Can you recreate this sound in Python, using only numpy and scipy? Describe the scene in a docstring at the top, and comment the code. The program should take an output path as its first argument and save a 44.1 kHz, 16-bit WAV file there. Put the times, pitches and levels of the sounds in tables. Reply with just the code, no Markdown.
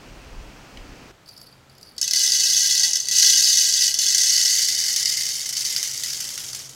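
"""Coffee beans poured into a grinder

Beans slide along a tilted glass jar and pour into a plastic hopper, close by in a small room.
Their impacts first excite the modes of the bare wall; the growing heap damps those modes, and the
beans land softly on each other. Before the pour, hands steady and tap the hopper,
and a low rumble stops short together with a hiss."""
import sys
import numpy as np
from scipy import signal
from scipy.fft import rfft, irfft
from scipy.io import wavfile
from scipy.ndimage import uniform_filter1d

SR = 44100
rng = np.random.default_rng(int(sys.argv[2]) if len(sys.argv) > 2 else 0)


def transcribe(u):
    """Save the signal u as a 16-bit wav file named by the first command-line argument.

    u: samples, shape (n,) or (channels, n), limited to [-1, 1]; the rate is SR.
    q: integer samples, one column per channel.
    """
    v = np.clip(np.atleast_2d(u).T, -1, 1)
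    q = np.round(v * 32767).astype(np.int16)
    wavfile.write(sys.argv[1], SR, q)


N = 297675
TIME = np.arange(N) / SR
BEAN_HZ = 5600  # usual pitch of a bean
HISS_END_S = 1.118


def pour(cushion_db=-6, heap_db=2):
    """Energy partition: as the hopper fills, the heap takes a growing share of the blows from the wall."""
    # Flow on a bare wall: a spill, a stall, the main pour. Each row: time in seconds, level in dB.
    flow = [(2.02, -26), (2.11, -30), (2.16, -17.5), (2.82, -17.5), (3.05, -30.5), (3.2, -12), (3.38, -15),
            (3.62, -15.5), (3.71, -19), (3.85, -15.5), (3.96, -26.5), (4.02, -18), (4.35, -16),
            (4.62, -17.5), (4.73, -20.5), (5.07, -19.5), (5.46, -25), (5.6, -21), (5.8, -21), (5.93, -24.5),
            (6.1, -22), (6.57, -27), (6.75, -38)]
    # Spectrum of a bean striking other beans. Each row: frequency in Hz, level in dB.
    on_heap = [(100, -36), (600, -25.5), (1050, -16), (1400, -8), (2000, -4.5), (2500, -6.5), (3100, 1),
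               (4000, -3.5), (5000, 0), (6500, 0.5), (8500, -2.5), (10500, -3), (13000, -6.5),
               (16000, -13.5)]
    heap_share = np.interp(TIME, (4.4, 6.37), (0.073, 0.99))
    # beans fall less far and land softer on a full heap
    blows = falling_beans(follow(flow, -120) + cushion_db * heap_share)
    wall = hopper_wall(blows * np.sqrt(1 - heap_share))
    return wall + gain_of(heap_db) * through(blows * np.sqrt(heap_share), click(on_heap))


def hopper_wall(blows, bare_db=-4, buried_db=-5.5, flex_db=-42, click_db=-2):
    """Modal damping: beans resting against the wall widen its resonances and deaden its ring."""
    # Modes of the bare wall, the half-buried wall and the whole hopper flexing on its seat.
    # Each row: frequency in Hz, bandwidth in Hz, level in dB.
    bare_modes = [(1610, 35.4, -0.5), (1973, 61, 2), (2628, 32, -4), (2995, 77, 0.5), (3400, 58, 2.5),
                  (3793, 98, -1), (4220, 160, -4.5), (4480, 56, 2), (4300, 39, -10), (4725, 144, 2.5),
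                  (5272, 164, 0.5), (5310, 110, -19), (5620, 44, 3), (5850, 220, -1.5), (5900, 88, -8.5),
                  (6140, 32, 6), (6210, 126, 2), (6450, 18, 3), (6500, 52, -18), (7040, 150, -13.5),
                  (7460, 150, -18)]
    buried_modes = [(1750, 130, -14.5), (1950, 62, 0), (2080, 78, 1), (3020, 16, 7.5), (3720, 77, -1.5),
                    (4320, 90, -21), (4640, 310, -2.5), (5250, 560, -2.5), (5750, 290, -10),
                    (6200, 260, -0.5), (6940, 350, -16), (10100, 170, -33)]
    flex_modes = [(480, 42, 3), (810, 37, -4)]
    # Spectrum of a bean striking plastic. Each row: frequency in Hz, level in dB.
    on_wall = [(100, -42), (500, -25), (1100, -56), (1500, -14), (2400, -26), (3500, -20), (4500, 0.5),
               (6400, -12), (8200, -16.5), (10500, -10.5), (13000, -22.5), (16000, -32)]
    buried = np.interp(TIME, (3.82, 5.24), (0.028, 0.92))
    bare = gain_of(bare_db) * through(blows * (1 - buried), ring(bare_modes, low_hz=1570))
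    damped = gain_of(buried_db) * through(blows * buried, ring(buried_modes, low_hz=1320))
    flex = gain_of(flex_db) * through(blows, ring(flex_modes, low_hz=300))
    return bare + damped + flex + gain_of(click_db) * through(blows, click(on_wall))


def falling_beans(flow_db, stream_db=-2, extra_lull_db=-2, hard_lull_db=-4):
    """Granular flow: beans fall in bunches, so the stream thins just before each strong landing."""
    # Single beans that land hard. Each row: start in seconds, relative level in dB, pitch in Hz.
    hard = [(1.9805, -27, 5400), (2.0143, -17, 5240), (2.0277, -20, 5250), (2.0416, -23.5, 6060),
            (2.0774, -19, 5570), (2.11, -17, 4770), (2.1344, -15, 5660), (2.32, -17.5, 5030),
            (2.397, -19, 5540), (2.4348, -17.5, 5800), (2.8335, -15.5, 4700), (2.9327, -17.5, 5850),
            (2.9553, -17, 5310), (2.9692, -20, 6200), (3.0008, -22.5, 6140), (3.0856, -19, 6000),
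            (3.1124, -18.5, 6030), (3.2235, -15, 5750), (3.5725, -15.5, 6200), (3.8091, -19.5, 5200),
            (3.9413, -17.5, 5400), (3.9886, -16, 6100), (4.1472, -13.5, 5900), (4.1813, -13.5, 5100),
            (4.6853, -18, 5800), (4.778, -22, 4800), (4.9615, -18, 5200), (5.057, -18.5, 5260),
            (5.078, -25, 4870), (5.1702, -24, 5300), (5.4584, -25.5, 5990), (5.4908, -25, 5600),
            (5.5675, -23, 5000), (5.65, -25, 4870), (5.763, -20, 5010), (5.829, -21, 5900),
            (6.0355, -21.5, 4930), (6.2035, -24.5, 6090), (6.3771, -26, 5810), (6.5315, -28.5, 5760),
            (6.5485, -26.5, 5830), (6.6932, -37.5, 6160)]
    rattle = stream(2, N / SR, spread_db=0, pitch_hz=BEAN_HZ, scatter=0.19, steady_s=0.012, count=3200)
    extra = extra_landings(flow_db)
    flow = gain_of(stream_db + flow_db + extra_lull_db * lulls(extra)) * rattle + landings(extra)
    return flow * gain_of(hard_lull_db * lulls(hard)) + landings(hard)


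def beans(s, strength, pitch_hz, ring_db=8, scatter_s=0.0026, scatter_db=-12,
          chatter_s=0.003, rebound=0.87, width_hz=800, size=512, count=3):
    """Contact chatter: each bean touches several times within milliseconds and rings at its own pitch."""
    hz = np.fft.rfftfreq(size, 1 / SR)
    chance = rng.random((len(s), count, 2))
    delay = chatter_s * chance[:, :, 0] * (np.arange(count) > 0)
    force = np.sign(chance[:, :, 1] - .5) * rebound ** np.arange(count)
    contacts = sum(force[:, [k]] * np.exp(-2j * np.pi * hz * delay[:, [k]]) for k in range(count))
    # each bean's sound echoes around the vessel along its own paths
    echoes = rng.standard_normal((len(s), size)) * np.exp(-np.arange(size) / SR / scatter_s)
    paths = 1 + gain_of(scatter_db) * rfft(echoes)
    resonance = 1j * hz * width_hz / (pitch_hz[:, None] ** 2 - hz ** 2 + 1j * hz * width_hz)
    grains = irfft(contacts * paths * (1 + gain_of(ring_db) * resonance), size)
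    grains *= (strength / np.linalg.norm(grains, axis=1))[:, None]
    at = np.round(s * SR).astype(int)[:, None] + np.arange(size)
    return np.bincount(at.ravel(), grains.ravel(), N)[:N]


def stream(start, end, spread_db, pitch_hz, scatter, steady_s, count):
    """Shot noise: beans arrive at random, their sum held near rms 1 over the span steady_s."""
    s = start + rng.random(count) * (end - start)
    strength = gain_of(spread_db * np.clip(rng.standard_normal(count), -2, 2))
    rattle = beans(s, strength, pitch_hz * np.exp(scatter * rng.standard_normal(count)))
    span = int(steady_s * SR)
    power = uniform_filter1d(uniform_filter1d(rattle ** 2, span), span)
    return rattle / np.sqrt(abs(power) + np.mean(rattle ** 2) / 20)


def landings(rows, landing_db=23, spray_db=-9, spray_s=0.026, fade_db=12, detune=0.39, count=5):
    """Momentum transfer: a hard landing knocks other beans loose in a short, fading spray."""
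    s, db, pitch_hz = np.transpose(rows)
    jitter, pitch_draw = rng.random((len(s), count, 2)).T
    lag = (np.arange(count)[:, None] + .5 + jitter) / count
    spray_hz = pitch_hz * np.exp(detune * (2 * pitch_draw - 1))
    strength = gain_of(db + spray_db - fade_db * lag)
    spray = beans((s + spray_s * lag).ravel(), strength.ravel(), spray_hz.ravel())
    return gain_of(landing_db) * (beans(s, gain_of(db), pitch_hz) + spray)


def extra_landings(flow_db, start=2.15, per_s=36, level_db=-2.5, spread_db=1):
    """Further hard landings at chance times: rows (s, dB, Hz), as hard as the flow is strong."""
    count = int((N / SR - start) * per_s)
    jitter, size, pitch = rng.uniform(-1, 1, (count, 3)).T
    s = start + (np.arange(count) + (1 + jitter) / 2) / per_s
    db = np.interp(s, TIME, flow_db) + level_db + spread_db * size
    return np.transpose([s, db, BEAN_HZ * np.exp(.12 * pitch)])


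def lulls(rows, lull_s=0.027):
    """Bunching: how far the stream has thinned (0 to 1) ahead of the next landing."""
    s = np.append(np.sort(np.transpose(rows)[0]), np.inf)
    wait = s[np.searchsorted(s, TIME)] - TIME
    return np.clip(1 - (wait / lull_s) ** 2, 0, 1)


def jar(slide_db=-3, knock_db=9, tick_db=-5):
    """Impact excitation: sliding and knocking beans set the modes of the glass ringing."""
    # Modes of the jar. Each row: frequency in Hz, bandwidth in Hz, level in dB.
    glass_modes = [(4660, 180, 2), (4990, 100, -5), (10000, 1300, -15.5), (11100, 700, -15),
                   (13500, 2600, -23)]
    # Beans shift as the jar tilts. Each row: start and end in seconds, relative level in dB.
    slides = [(1.25, 1.47, -50), (1.69, 1.73, -58), (1.8, 1.89, -51.5)]
    # Single beans strike the glass. Each row: start in seconds, relative level in dB.
    strikes = [(1.26, -39), (1.2879, -30), (1.3765, -29), (1.414, -29), (1.697, -40), (1.7513, -40),
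               (1.7808, -34.5), (1.812, -32.5), (1.8292, -28), (1.965, -35)]
    # Spectrum of their contact tick. Each row: frequency in Hz, level in dB.
    on_glass = [(100, -30), (1500, -14), (3000, -10), (5000, -9), (7500, 7), (11000, -6), (16000, -14)]
    sliding = gain_of(slide_db) * strokes(slides, rise_s=0.03, fade_db_per_s=132)
    rattle = stream(0.98, 2, spread_db=4, pitch_hz=6760, scatter=0.39, steady_s=0.035, count=400)
    s, db = np.transpose(strikes)
    knocks = beans(s, gain_of(db + knock_db), pitch_hz=np.full(len(s), 5500.))
    ticks = gain_of(tick_db) * through(knocks, click(on_glass))
    return through(sliding * rattle + knocks, ring(glass_modes, low_hz=2800)) + ticks


def hands(tap_db=7, holding_db=-55.5, fade_s=0.075):
    """Structure-borne sound: a tap on the hopper, and a low rumble as the hands push it; the rumble ends
    abruptly together with the hiss."""
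    # The tap of a finger. Each row: start in seconds, relative level in dB, pitch in Hz.
    taps = [(0.7724, -21, 2700)]
    # Hands push the hopper. Each row: start and end in seconds, level in dB.
    pushes = [(0.07, 0.16, -44.5), (0.21, 0.48, -42), (0.7, 0.84, -40.5), (0.87, 0.93, -48)]
    # Spectra of a finger on the plastic rim and of the rumble. Each row: frequency in Hz, level in dB.
    on_rim = [(100, -14), (1500, -1), (2700, 8.5), (3500, -2), (5000, 0), (9000, -15), (16000, -25)]
    rumble = [(15, -20), (33, 7), (70, -7), (110, -22), (300, -52), (1000, -90)]
    s, db, pitch_hz = np.transpose(taps)
    contact = beans(s, gain_of(db + tap_db), pitch_hz, ring_db=0, scatter_s=0.0027)
    fade = np.clip((HISS_END_S - TIME) / fade_s + 1, 0, 1)
    effort = np.hypot(gain_of(holding_db), strokes(pushes, rise_s=0.07, fade_db_per_s=210))
    return through(contact, click(on_rim)) + fade * effort * noise(rumble)


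def room(x, count=8):
    """Multipath: beans land at ever new spots, and each spot has its own pattern of echoes."""
    spot = rng.integers(0, count, N)[np.arange(N) // 441]  # drawn every 10 ms
    shares = (uniform_filter1d((spot == k) * 1., 220) for k in range(count))
    return sum(through(x * np.sin(np.pi / 2 * share), reflections()) for share in shares)


def reflections(t60=0.16, first_s=0.004, dull_hz=8000, size=22050):
    """Absorption: sparse echoes from the near walls decay exponentially, their treble dulled."""
    t = np.arange(size) / SR
    echoes = rng.choice([-1., 1.], size) * (rng.random(size) < .1)
    echoes *= (t > first_s) * gain_of(-60 * t / t60)
    echoes = signal.lfilter(*signal.butter(1, dull_hz, fs=SR), echoes)
    return echoes / np.linalg.norm(echoes)


def background(hiss_db=-46, air_db=-54):
    """Noise floor: room air, a hiss that stops short, a low drone and one faint tone superpose."""
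    # Spectra of the hiss, the air and the drone. Each row: frequency in Hz, level in dB.
    hiss_colour = [(59, -28), (100, 0), (193, -1.5), (277, 0.5), (335, -4.5), (471, -5), (648, -6.5),
                   (2170, -13), (2630, -10), (3700, -19.5), (4470, -16.5), (6020, -18.5), (11600, -35),
                   (16000, -33)]
    air_colour = [(12, -41), (20, -10.5), (113, -3.5), (446, -10.5), (527, -10), (660, -11), (1190, -14.5),
                  (1290, -10.5), (1710, -16), (2020, -16), (4540, -21), (7950, -26.5), (9140, -32),
                  (16000, -35)]
    drone_colour = [(30, -38), (65, -9), (105, -20), (132, 7), (165, -13.5), (500, -14.5), (1200, -19.5),
                    (4000, -61)]
    # The drone sinks, then grows. Each row: time in seconds, level in dB.
    drone_levels = [(0, -58), (4.3, -68), (4.9, -57.5), (6.75, -54)]
    # A brief thin tone. Each row: time in seconds, level in dB, pitch in Hz.
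    tone_path = [(2.76, -78, 873), (2.80, -56, 868), (2.89, -51, 867), (2.94, -69, 865)]
    hiss = gain_of(hiss_db) * noise(hiss_colour) * np.clip((HISS_END_S - TIME) / 0.0036, 0, 1)
    air = gain_of(air_db) * noise(air_colour)
    drone = gain_of(follow(drone_levels, -75)) * noise(drone_colour)
    s, db, hz = np.transpose(tone_path)
    phase = 2 * np.pi * np.cumsum(np.interp(TIME, s, hz)) / SR
    tone = gain_of(np.interp(TIME, s, db, -140, -140)) * np.sin(phase)
    return hiss + air + drone + tone


def ring(modes, low_hz, size=6000):
    """Modal superposition: damped modes, total energy 1; a small shell radiates little under low_hz."""
    t = np.arange(size) / SR
    tone = sum(gain_of(db) * width * np.exp(-np.pi * width * t) * np.cos(2 * np.pi * hz * t)
               for hz, width, db in modes)
    tone[0] /= 2  # the blow is centred on the first sample
    tone = signal.sosfilt(signal.butter(4, low_hz, "high", fs=SR, output="sos"), tone)
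    return tone / np.linalg.norm(tone)


def click(points, size=2048):
    """Minimum phase: the sharpest causal pulse with the given spectrum."""
    log_gain = np.log(colour(points, abs(np.fft.fftfreq(size, 1 / SR))))
    spectrum = np.exp(np.conj(signal.hilbert(log_gain)))
    return np.fft.ifft(spectrum).real[:size // 2]


def noise(points):
    """Spectral shaping: white noise filtered to the given spectrum, at rms 1."""
    x = irfft(rfft(rng.standard_normal(N)) * colour(points, np.fft.rfftfreq(N, 1 / SR)), N)
    return x / np.sqrt(np.mean(x ** 2) + 1e-20)


def colour(points, hz):
    """Spectral envelope: gain through points (Hz, dB) on a log-frequency axis."""
    f, db = np.transpose(points)
    return gain_of(np.interp(np.log(hz + 1), np.log(f + 1), db))


def strokes(rows, rise_s, fade_db_per_s):
    """Amplitude envelope: each movement swells, holds and decays exponentially."""
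    return sum(np.clip((TIME - start) / rise_s, 0, 1)
               * gain_of(db - fade_db_per_s * np.maximum(TIME - end, 0)) for start, end, db in rows)


def follow(rows, before):
    """Linear interpolation of rows (s, value)."""
    s, value = np.transpose(rows)
    return np.interp(TIME, s, value, left=before)


def through(x, response):
    """Convolution with an impulse response."""
    return signal.oaconvolve(x, response)[:N]


def gain_of(db):
    """Decibels to amplitude."""
    return 10 ** (np.asarray(db) / 20)


def scene(room_db=-10):
    """Superposition of the direct sound, its reflections and the background."""
    close = pour() + jar() + hands()
    return (close + gain_of(room_db) * room(close) + background())[None]


def record(dry, ceiling=0.88, edge_hz=15950):
    """Soft saturation rounds the highest peaks; a low-pass filter then limits the band."""
    rounded = dry / (1 + (dry / ceiling) ** 8) ** (1 / 8)
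    low_pass = signal.firwin(511, edge_hz, window=("kaiser", 9), fs=SR)
    return signal.oaconvolve(rounded, low_pass[None], "same")


dry = scene()
out = record(dry)
transcribe(out)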